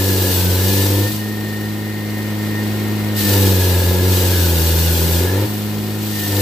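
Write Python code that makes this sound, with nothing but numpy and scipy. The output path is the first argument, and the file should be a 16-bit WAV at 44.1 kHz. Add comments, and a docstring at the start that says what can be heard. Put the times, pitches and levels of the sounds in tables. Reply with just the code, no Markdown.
"""A walk-behind road saw is cutting a street a few metres away: its diesel engine drones, barks and
rattles while the teeth grind stone with a gritty hiss that rings the steel disc. After a second the
blade runs free, the engine speeds up and smooths out, and the blade's slots whistle clearly in the air.
At three seconds it bites again: the engine sags and barks, and the blade's side sings against the cut.
Past five seconds it runs free once more, then starts a last bite just after six."""
import sys
import numpy as np
from scipy.fft import rfft, irfft
from scipy.io import wavfile

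SR = 44100
rng = np.random.default_rng(int(sys.argv[2]) if len(sys.argv) > 2 else 0)


def generate_wav(sig):
    """Save sig (samples, or channels by samples) to the path in sys.argv[1] as 16-bit PCM at SR."""
    pcm = np.round(np.clip(np.atleast_2d(sig).T, -1, 1) * 32767).astype(np.int16)
    wavfile.write(sys.argv[1], SR, pcm)


N = 282681
TIME, FREQ = np.arange(N) / SR, np.arange(N // 2 + 1) * SR / N

# Levels in the tables are relative: the functions add further gains.
# engine speed, as cylinder firings per second: time_s, firing_hz
ENGINE_SPEED = [(0.0, 97.1), (0.48, 89.8), (0.69, 96.6), (0.96, 99.2), (1.09, 103.9), (1.16, 105.2),
                (3.11, 105.2), (3.62, 92.3), (3.87, 88.0), (4.09, 93.1), (4.34, 89.5), (4.6, 81.5),
                (5.0, 84.2), (5.19, 84.7), (5.37, 98.4), (5.44, 103.9), (5.5, 104.7), (6.09, 104.9),
                (6.36, 100.4), (6.41, 100.2)]
# how loud the engine is where the listener stands: time_s, gain_db
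ENGINE_LOUDNESS = [(0, -0.5), (1.2, 0.2), (2.0, -0.5), (2.65, 3), (3.35, 4), (3.55, 1.2), (4.1, 1.4),
                   (4.7, -0.5), (5.6, 1), (6.41, 0.4)]
# exhaust tones: firing_multiple, free_db, full_fuel_db, full_drag_added_db, shift_rad, flicker_db
DRONE_TONES = [(1, -26, -17.5, 1.15, 1.87, 1.03), (2, -27, -28.5, 3, 1.17, 2.17),
               (3, -34.5, -24.5, -12, 0.31, 2.0)]
# strength of the four cylinders in firing order: level_db
CYLINDER_LEVELS = [2.5, -4, 1.5, -.5]
# pitches at which the muffler rings: pitch_hz, width_hz, level_db
MUFFLER_RINGS = [(355, 90, 0), (412, 90, -.5), (475, 90, -4), (555, 80, -10.5), (840, 90, -21),
                 (1010, 80, -22.5)]
# lows and highs of the engine's rattle: frequency_hz, level_db
RATTLE_COLOUR = [(25, -10), (60, -1.5), (130, -1), (370, 10.5), (650, -2), (820, -1.5), (1150, -7),
                 (1420, -5), (1580, -5.5), (2050, -5.5), (2350, -7), (4300, -9.5), (7000, -26),
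                 (15000, -34)]
# tones of the crankshaft and belt: firing_multiple
SHAFT_MULTIPLES = [.59, 1.5, 2.5, 3.5, 4, 4.5, 5, 7, 9.75]
# strength of each of those tones: level_db
SHAFT_LEVELS = [-49.5, -41, -47, -40.5, -42, -45.5, -59, -49, -56]
# how hard the blade bites the pavement: time_s, level_db
BLADE_BITE = [(0.0, -24.5), (0.34, -22.5), (0.59, -25), (0.77, -22.5), (1.14, -29.5), (1.25, -37),
              (1.96, -39.5), (2.68, -37), (3.14, -37), (3.19, -21), (3.32, -20.5), (3.45, -24), (3.71, -25),
              (4.0, -28), (4.12, -23), (5.19, -24.5), (5.3, -30.5), (5.64, -35), (5.98, -36.5), (6.07, -31),
              (6.39, -25), (6.41, -23)]
# lows and highs of the grinding stone: frequency_hz, level_db
STONE_COLOUR = [(500, -14), (1500, -11), (2100, -8), (2600, -4), (2900, -2), (4400, 0), (5600, -2.3),
                (7400, -4.5), (8100, -3.5), (9100, -7), (10500, -5.7), (12000, -14), (15500, -18)]
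# the very high sizzle above the grinding: frequency_hz, level_db
HIGH_SIZZLE_COLOUR = [(5000, -50), (9500, -20), (11300, -7), (11900, .5), (12700, 1), (13600, -1.5),
                      (14300, 0), (15500, -2)]
# pitches that the blade guard boosts: pitch_hz, width_hz, boost_db
GUARD_RINGS = [(3750, 160, 1.5), (7750, 220, 3), (11930, 130, 2), (12650, 120, 1.5), (14370, 120, 2)]
# pitches at which the steel disc rings: pitch_hz, level_db
DISC_RINGS = [(1420, -3), (2885, 1), (3600, -8), (4070, -4), (4410, 1), (4850, -6), (5146, -4), (6900, -7),
              (7670, -3), (9269, -4), (10780, -4), (11957, -1), (12370, -3), (14748, -6)]
# the whistle falls with engine speed, then levels off: firing_hz, pitch_hz
WHISTLE_PITCH = [(82, 1655), (90, 1675), (96.5, 1715), (100.3, 1792), (105.2, 1843)]
# tones in the whistle: pitch_multiple, free_db, full_drag_db
WHISTLE_TONES = [(.983, -6, -15), (1, 3, -8.5), (1.073, -10, -20)]
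# moments when the whistle swells: start_s, end_s, level_db
WHISTLE_SWELLS = [(-.1, 0.374, -31.5), (0.543, 1.152, -32.5), (1.167, 1.72, -33.5), (1.658, 2.377, -37.5),
                  (2.367, 2.65, -33.5), (2.603, 3.2, -38), (3.148, 3.42, -28.5), (3.35, 4.465, -33),
                  (4.38, 5.283, -38), (5.22, 5.44, -29), (6.097, 6.5, -31)]
# the blade's side rubs the cut: start_s, end_s, first_pitch_hz, last_pitch_hz, width_hz, level_db, fade_s
SIDE_RUBS = [(0.333, 0.622, 1535, 1510, 20, -40.5, 0.064), (1.596, 3.505, 2037, 2125, 150, -44.5, 0.25),
             (3.173, 3.899, 3840, 3720, 35, -41, .12), (4.195, 4.542, 1584, 1465, 29, -41, .08),
             (4.484, 5.323, 1468, 1466, 14, -44, 0.11)]
# the blade snags and jolts the machine: time_s, half_length_s, added_db
BLADE_SNAGS = [(3.33, .03, 1), (4.23, 0.023, 2), (5.393, 0.083, 1)]
# strength of the scattered sound that makes left and right differ: frequency_hz, gain_db
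STEREO_WIDTH = [(30, -9), (100, -7), (250, -38), (500, -11.5), (950, -3.5), (3000, -3), (13000, -1.5)]
# how much louder the left side is than the right: frequency_hz, left_minus_right_db
STEREO_LEAN = [(100, 0), (200, -1.5), (320, 5), (420, -1.5), (600, .5), (1200, 2.5), (4000, 1), (9000, 4.5),
               (14000, 1.3)]

FREE_FIRING_HZ = 105  # engine speed with nothing to cut
LEFT_RIGHT = np.array([[1], [-1]])  # adds on the left, subtracts on the right


def undb(db):
    """Turn decibels into a number to multiply by."""
    return 10 ** (np.asarray(db) / 20)


def unit(x):
    """Scale a signal to an average strength (rms) of 1."""
    return x / np.sqrt(np.mean(x ** 2))


def curve(points):
    """Join (time_s, value) points with straight lines."""
    return np.interp(TIME, *np.transpose(points))


def shape(points):
    """Turn (frequency_hz, level_db) points into a gain at every frequency."""
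    hz, db = np.transpose(points)
    return undb(np.interp(np.log(FREQ + 1), np.log(hz), db))


def resonance(hz, width_hz):
    """A filter for something that rings at one pitch, with gain 1 there."""
    return 1j * FREQ * width_hz / (hz ** 2 - FREQ ** 2 + 1j * FREQ * width_hz)


def filtered(x, response):
    """Turn each frequency of a sound up or down."""
    return irfft(rfft(x) * response, N)


def wander(rate_hz):
    """A smooth random wobble, about 1 in size."""
    return unit(filtered(rng.standard_normal(N), np.exp(-(FREQ / rate_hz) ** 2)))


def stereo(direct, scattered):
    """Direct sound is alike on both sides; what the street scatters is not."""
    return direct + LEFT_RIGHT * filtered(scattered, shape(STEREO_WIDTH))


def breathy_tone(hz, width_hz):
    """A narrow band of stereo noise around a moving pitch."""
    phase = 2 * np.pi * np.cumsum(hz) / SR
    return stereo(*[wander(width_hz) * np.cos(phase) + wander(width_hz) * np.sin(phase)
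                    for _ in range(2)])


def swell(start_s, end_s, fade_s):
    """Fade in, hold and fade out."""
    return np.clip(np.minimum(TIME - start_s, end_s - TIME) / fade_s, 0, 1)


def governor(firing_hz, slack_hz=0.79, range_hz=3.2, open_s=0.055, shut_s=0.037):
    """Extra fuel, 0 to 1: the valve opens a moment after the engine slows, and shuts more quickly."""
    earlier_hz = [np.interp(TIME - lag_s, TIME, firing_hz) for lag_s in (open_s, shut_s)]
    sag_hz = FREE_FIRING_HZ - np.maximum(*earlier_hz)
    return np.clip((sag_hz - slack_hz) / range_hz, 0, 1)


def exhaust_drone(firings, fuel, drag):
    """The exhaust's smooth pressure wave: more fuel makes it louder, shifts it and unsteadies it."""
    out = 0
    for multiple, free_db, full_db, drag_db, shift_rad, flicker_db in DRONE_TONES:
        lag_rad = 0.32 * LEFT_RIGHT * (multiple == 2)  # the octave reaches one side later
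        phase = 2 * np.pi * multiple * firings - lag_rad
        free = undb(free_db) * np.cos(phase)
        working = undb(full_db + drag * drag_db) * np.cos(phase - shift_rad)
        flicker = undb(flicker_db * (1 + 2 * fuel) / 3 * wander(9))
        out = out + flicker * ((1 - fuel) * free + fuel * working)
    return np.sqrt(2) * out


def exhaust_bark(firings, level_db, jitter_s=.0002, scatter_db=2.2, low_hz=285, high_hz=1300):
    """Each firing sends a sharp pulse and a puff of rushing gas through the muffler."""
    starts = np.flatnonzero(np.diff(np.floor(firings)))
    timing, strength = rng.standard_normal((len(starts), 2)).T
    places = np.clip(starts + jitter_s * SR * timing, 0, N - 1).astype(int)
    pulses = np.zeros(N)
    pulses[places] = undb(np.resize(CYLINDER_LEVELS, len(starts)) + scatter_db * strength)
    puffs = np.exp(-(firings % 1)) * rng.standard_normal(N)
    muffler = sum((-1) ** k * undb(db) * resonance(hz, width_hz)
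                  for k, (hz, width_hz, db) in enumerate(MUFFLER_RINGS))
    muffler = muffler / (1 + (low_hz / (FREQ + 1)) ** 4) / (1 + (FREQ / high_hz) ** 4)
    bark = unit(filtered(unit(pulses) + .8 * unit(puffs), muffler)) * undb(level_db)
    return stereo(bark, street_echoes(bark))


def street_echoes(x, decay_s=.08):
    """Many short echoes come off the ground, parked cars and house fronts."""
    tail = rng.standard_normal(N) * np.exp(-TIME / decay_s)
    return filtered(x, rfft(tail) / np.sqrt(np.sum(tail ** 2)))


def engine_rattle(firings, level_db, low_hz=200, high_hz=1300, size=2048):
    """Valves, injectors and fan: a rattle that repeats every four firings, over fresh noise."""
    knock = 1 + 0.14 * np.cos(2 * np.pi * firings)
    colour = shape(RATTLE_COLOUR) * guard_echo()
    layers = []
    for _ in range(2):
        loop = np.interp(firings / 4 % 1 * size, np.arange(size), rng.standard_normal(size))
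        loop = filtered(unit(loop), FREQ / (FREQ + low_hz) / (1 + (FREQ / high_hz) ** 2))
        rattle = (1.34 * loop + rng.standard_normal(N)) * knock
        layers.append(unit(filtered(rattle, colour)) * undb(level_db))
    return stereo(*layers)


def guard_echo(delay_s=.00261):
    """A filter: a flipped echo from the guard's open edge ripples the upper middle pitches."""
    echo = .3 * np.exp(-2j * np.pi * FREQ * delay_s)
    return 1 - np.abs(resonance(hz=3300, width_hz=2800)) * echo


def shaft_hum(firings, flicker_db=3.0):
    """The crankshaft and belt hum with tones that follow the engine speed."""
    phases = 2 * np.pi * rng.random(len(SHAFT_MULTIPLES))
    out = 0
    for multiple, db, phase in zip(SHAFT_MULTIPLES, SHAFT_LEVELS, phases):
        tone = np.sqrt(2) * np.cos(2 * np.pi * multiple * firings + phase)
        out = out + tone * undb(db + flicker_db * wander(11))
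    return out


def grinding(firings, drag, level_db, colour, turns_per_firing=.2325, grains_per_s=6000):
    """Diamond teeth crush grains; a free blade brushes once a turn, a buried one shakes with firings."""
    body = shape(colour) * guard_echo()
    for hz, width_hz, db in GUARD_RINGS:
        body = body * undb(db * np.abs(resonance(hz, width_hz)) ** 2)
    turn = 2 * np.pi * turns_per_firing * firings
    brush = .11 * (1 - .7 * drag) * (np.cos(turn) + .5 * np.cos(2 * turn) + .35 * np.cos(3 * turn))
    shake = 0.011 * drag * (np.cos(2 * np.pi * firings) + np.cos(np.pi * firings))
    pressure = (1 + brush + shake) * undb(level_db + 0.2 * wander(18))
    hits = rng.random(N) < grains_per_s / SR
    grains = hits * undb(3.0 * np.minimum(rng.exponential(size=N), 5))
    grit = np.sqrt(1 + 0.18 * unit(grains) ** 2)
    return stereo(*[unit(filtered(grit * rng.standard_normal(N), body)) * pressure for _ in range(2)])


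def cut_echo(hiss, drag):
    """The bite point wanders in the narrow cut, so its echo off the wall sweeps through the hiss."""
    delay_s = .0011 * (1 + .07 * wander(16))
    strength = .4 * np.sqrt(drag)
    earlier = np.rint(np.arange(N) - delay_s * SR).astype(int)
    return (hiss + strength * hiss[:, earlier]) / np.sqrt(1 + strength ** 2)


def disc_ring(bite_db):
    """The steel disc rings at the lightest touch, and grows only half as fast as the bite."""
    power = sum(np.abs(undb(db) * resonance(hz, width_hz=45)) ** 2 for hz, db in DISC_RINGS)
    ring = stereo(*[unit(filtered(rng.standard_normal(N), np.sqrt(power))) for _ in range(2)])
    return ring * undb(0.52 * bite_db - 27)


def slot_whistle(firing_hz, drag, side_shift_rad=0.44, floor_db=-45.5):
    """The slots chop the air: a clear tone when the blade runs free, split and breathy as it drags."""
    pitch_hz = np.interp(firing_hz, *np.transpose(WHISTLE_PITCH))
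    cycles = np.cumsum(pitch_hz) / SR
    tones = 0
    for multiple, free_db, drag_db in WHISTLE_TONES:
        waver_rad = 0.61 * (1 + drag) * wander(39)
        flicker_db = 2.0 * (1 + drag) * wander(11)
        phase = 2 * np.pi * multiple * cycles + waver_rad + side_shift_rad * LEFT_RIGHT
        tone_db = free_db + drag * (drag_db - free_db) + flicker_db - 5
        tones = tones + np.sqrt(2) * undb(tone_db) * np.cos(phase)
    air = breathy_tone(pitch_hz, width_hz=90) * (undb(-18) + drag * undb(-5))
    swells = [undb(db) * swell(start_s, end_s, fade_s=0.052) for start_s, end_s, db in WHISTLE_SWELLS]
    level = np.maximum(np.max(swells, axis=0), undb(floor_db))  # a faint tone lingers between swells
    return (tones + air) * level


def side_rubs():
    """The blade's side rubs in the cut and sings unsteadily, sliding in pitch."""
    out = 0
    for start_s, end_s, first_hz, last_hz, width_hz, db, fade_s in SIDE_RUBS:
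        pitch_hz = curve([(start_s, first_hz), (end_s, last_hz)])
        out = out + breathy_tone(pitch_hz, width_hz) * undb(db) * swell(start_s, end_s, fade_s)
    return out


def snag_jolts():
    """Decibels added to the bark and rattle when the blade snags and jolts the machine."""
    return sum(db * np.exp(-((TIME - time_s) / half_s) ** 2) for time_s, half_s, db in BLADE_SNAGS)


def scene():
    """One crankshaft sets the pace of the exhaust, the rattle, the belt and the blade."""
    firing_hz = curve(ENGINE_SPEED)
    firings = np.cumsum(firing_hz * (1 + 0.0018 * wander(7.5))) / SR  # running count of firings
    drag = np.clip((FREE_FIRING_HZ - firing_hz) / 20, 0, 1)  # how much the cut slows the engine
    fuel = governor(firing_hz)
    jolt_db = snag_jolts()
    bark_db = np.interp(fuel, [0, 1], [-49, -25.5]) + jolt_db
    rattle_db = np.interp(fuel, [0, 1], [-31.5, -28]) + jolt_db
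    exhaust = exhaust_drone(firings, fuel, drag) + exhaust_bark(firings, bark_db)
    engine = (exhaust + engine_rattle(firings, rattle_db)) * undb(curve(ENGINE_LOUDNESS))

    bite_db = curve(BLADE_BITE)
    hardness_db = 0.5 * wander(10)  # pebbles and soft binder pass under the teeth in turn
    stone = grinding(firings, drag, bite_db + hardness_db - 2.5, STONE_COLOUR)
    sizzle_db = bite_db.max() + 0.98 * (bite_db - bite_db.max())  # dies back as the bite eases
    sizzle = grinding(firings, drag, sizzle_db + hardness_db + 0.5, HIGH_SIZZLE_COLOUR)
    whistle = slot_whistle(firing_hz, drag)
    blade = whistle + cut_echo(stone, drag) + sizzle + disc_ring(bite_db) + side_rubs()
    return engine + shaft_hum(firings) + blade


def record(dry, peak_limit=.9, top_hz=15500):
    """Colour left and right a little differently, round the tallest peaks and cut the highest treble."""
    lean = np.sqrt(shape(STEREO_LEAN))
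    heard = filtered(dry, np.array([lean, 1 / lean]))
    rounded = heard / (1 + (heard / peak_limit) ** 6) ** (1 / 6)
    return filtered(rounded, np.clip((top_hz + 80 - FREQ) / 100, 0, 1))


dry = scene()
out = record(dry)
generate_wav(out)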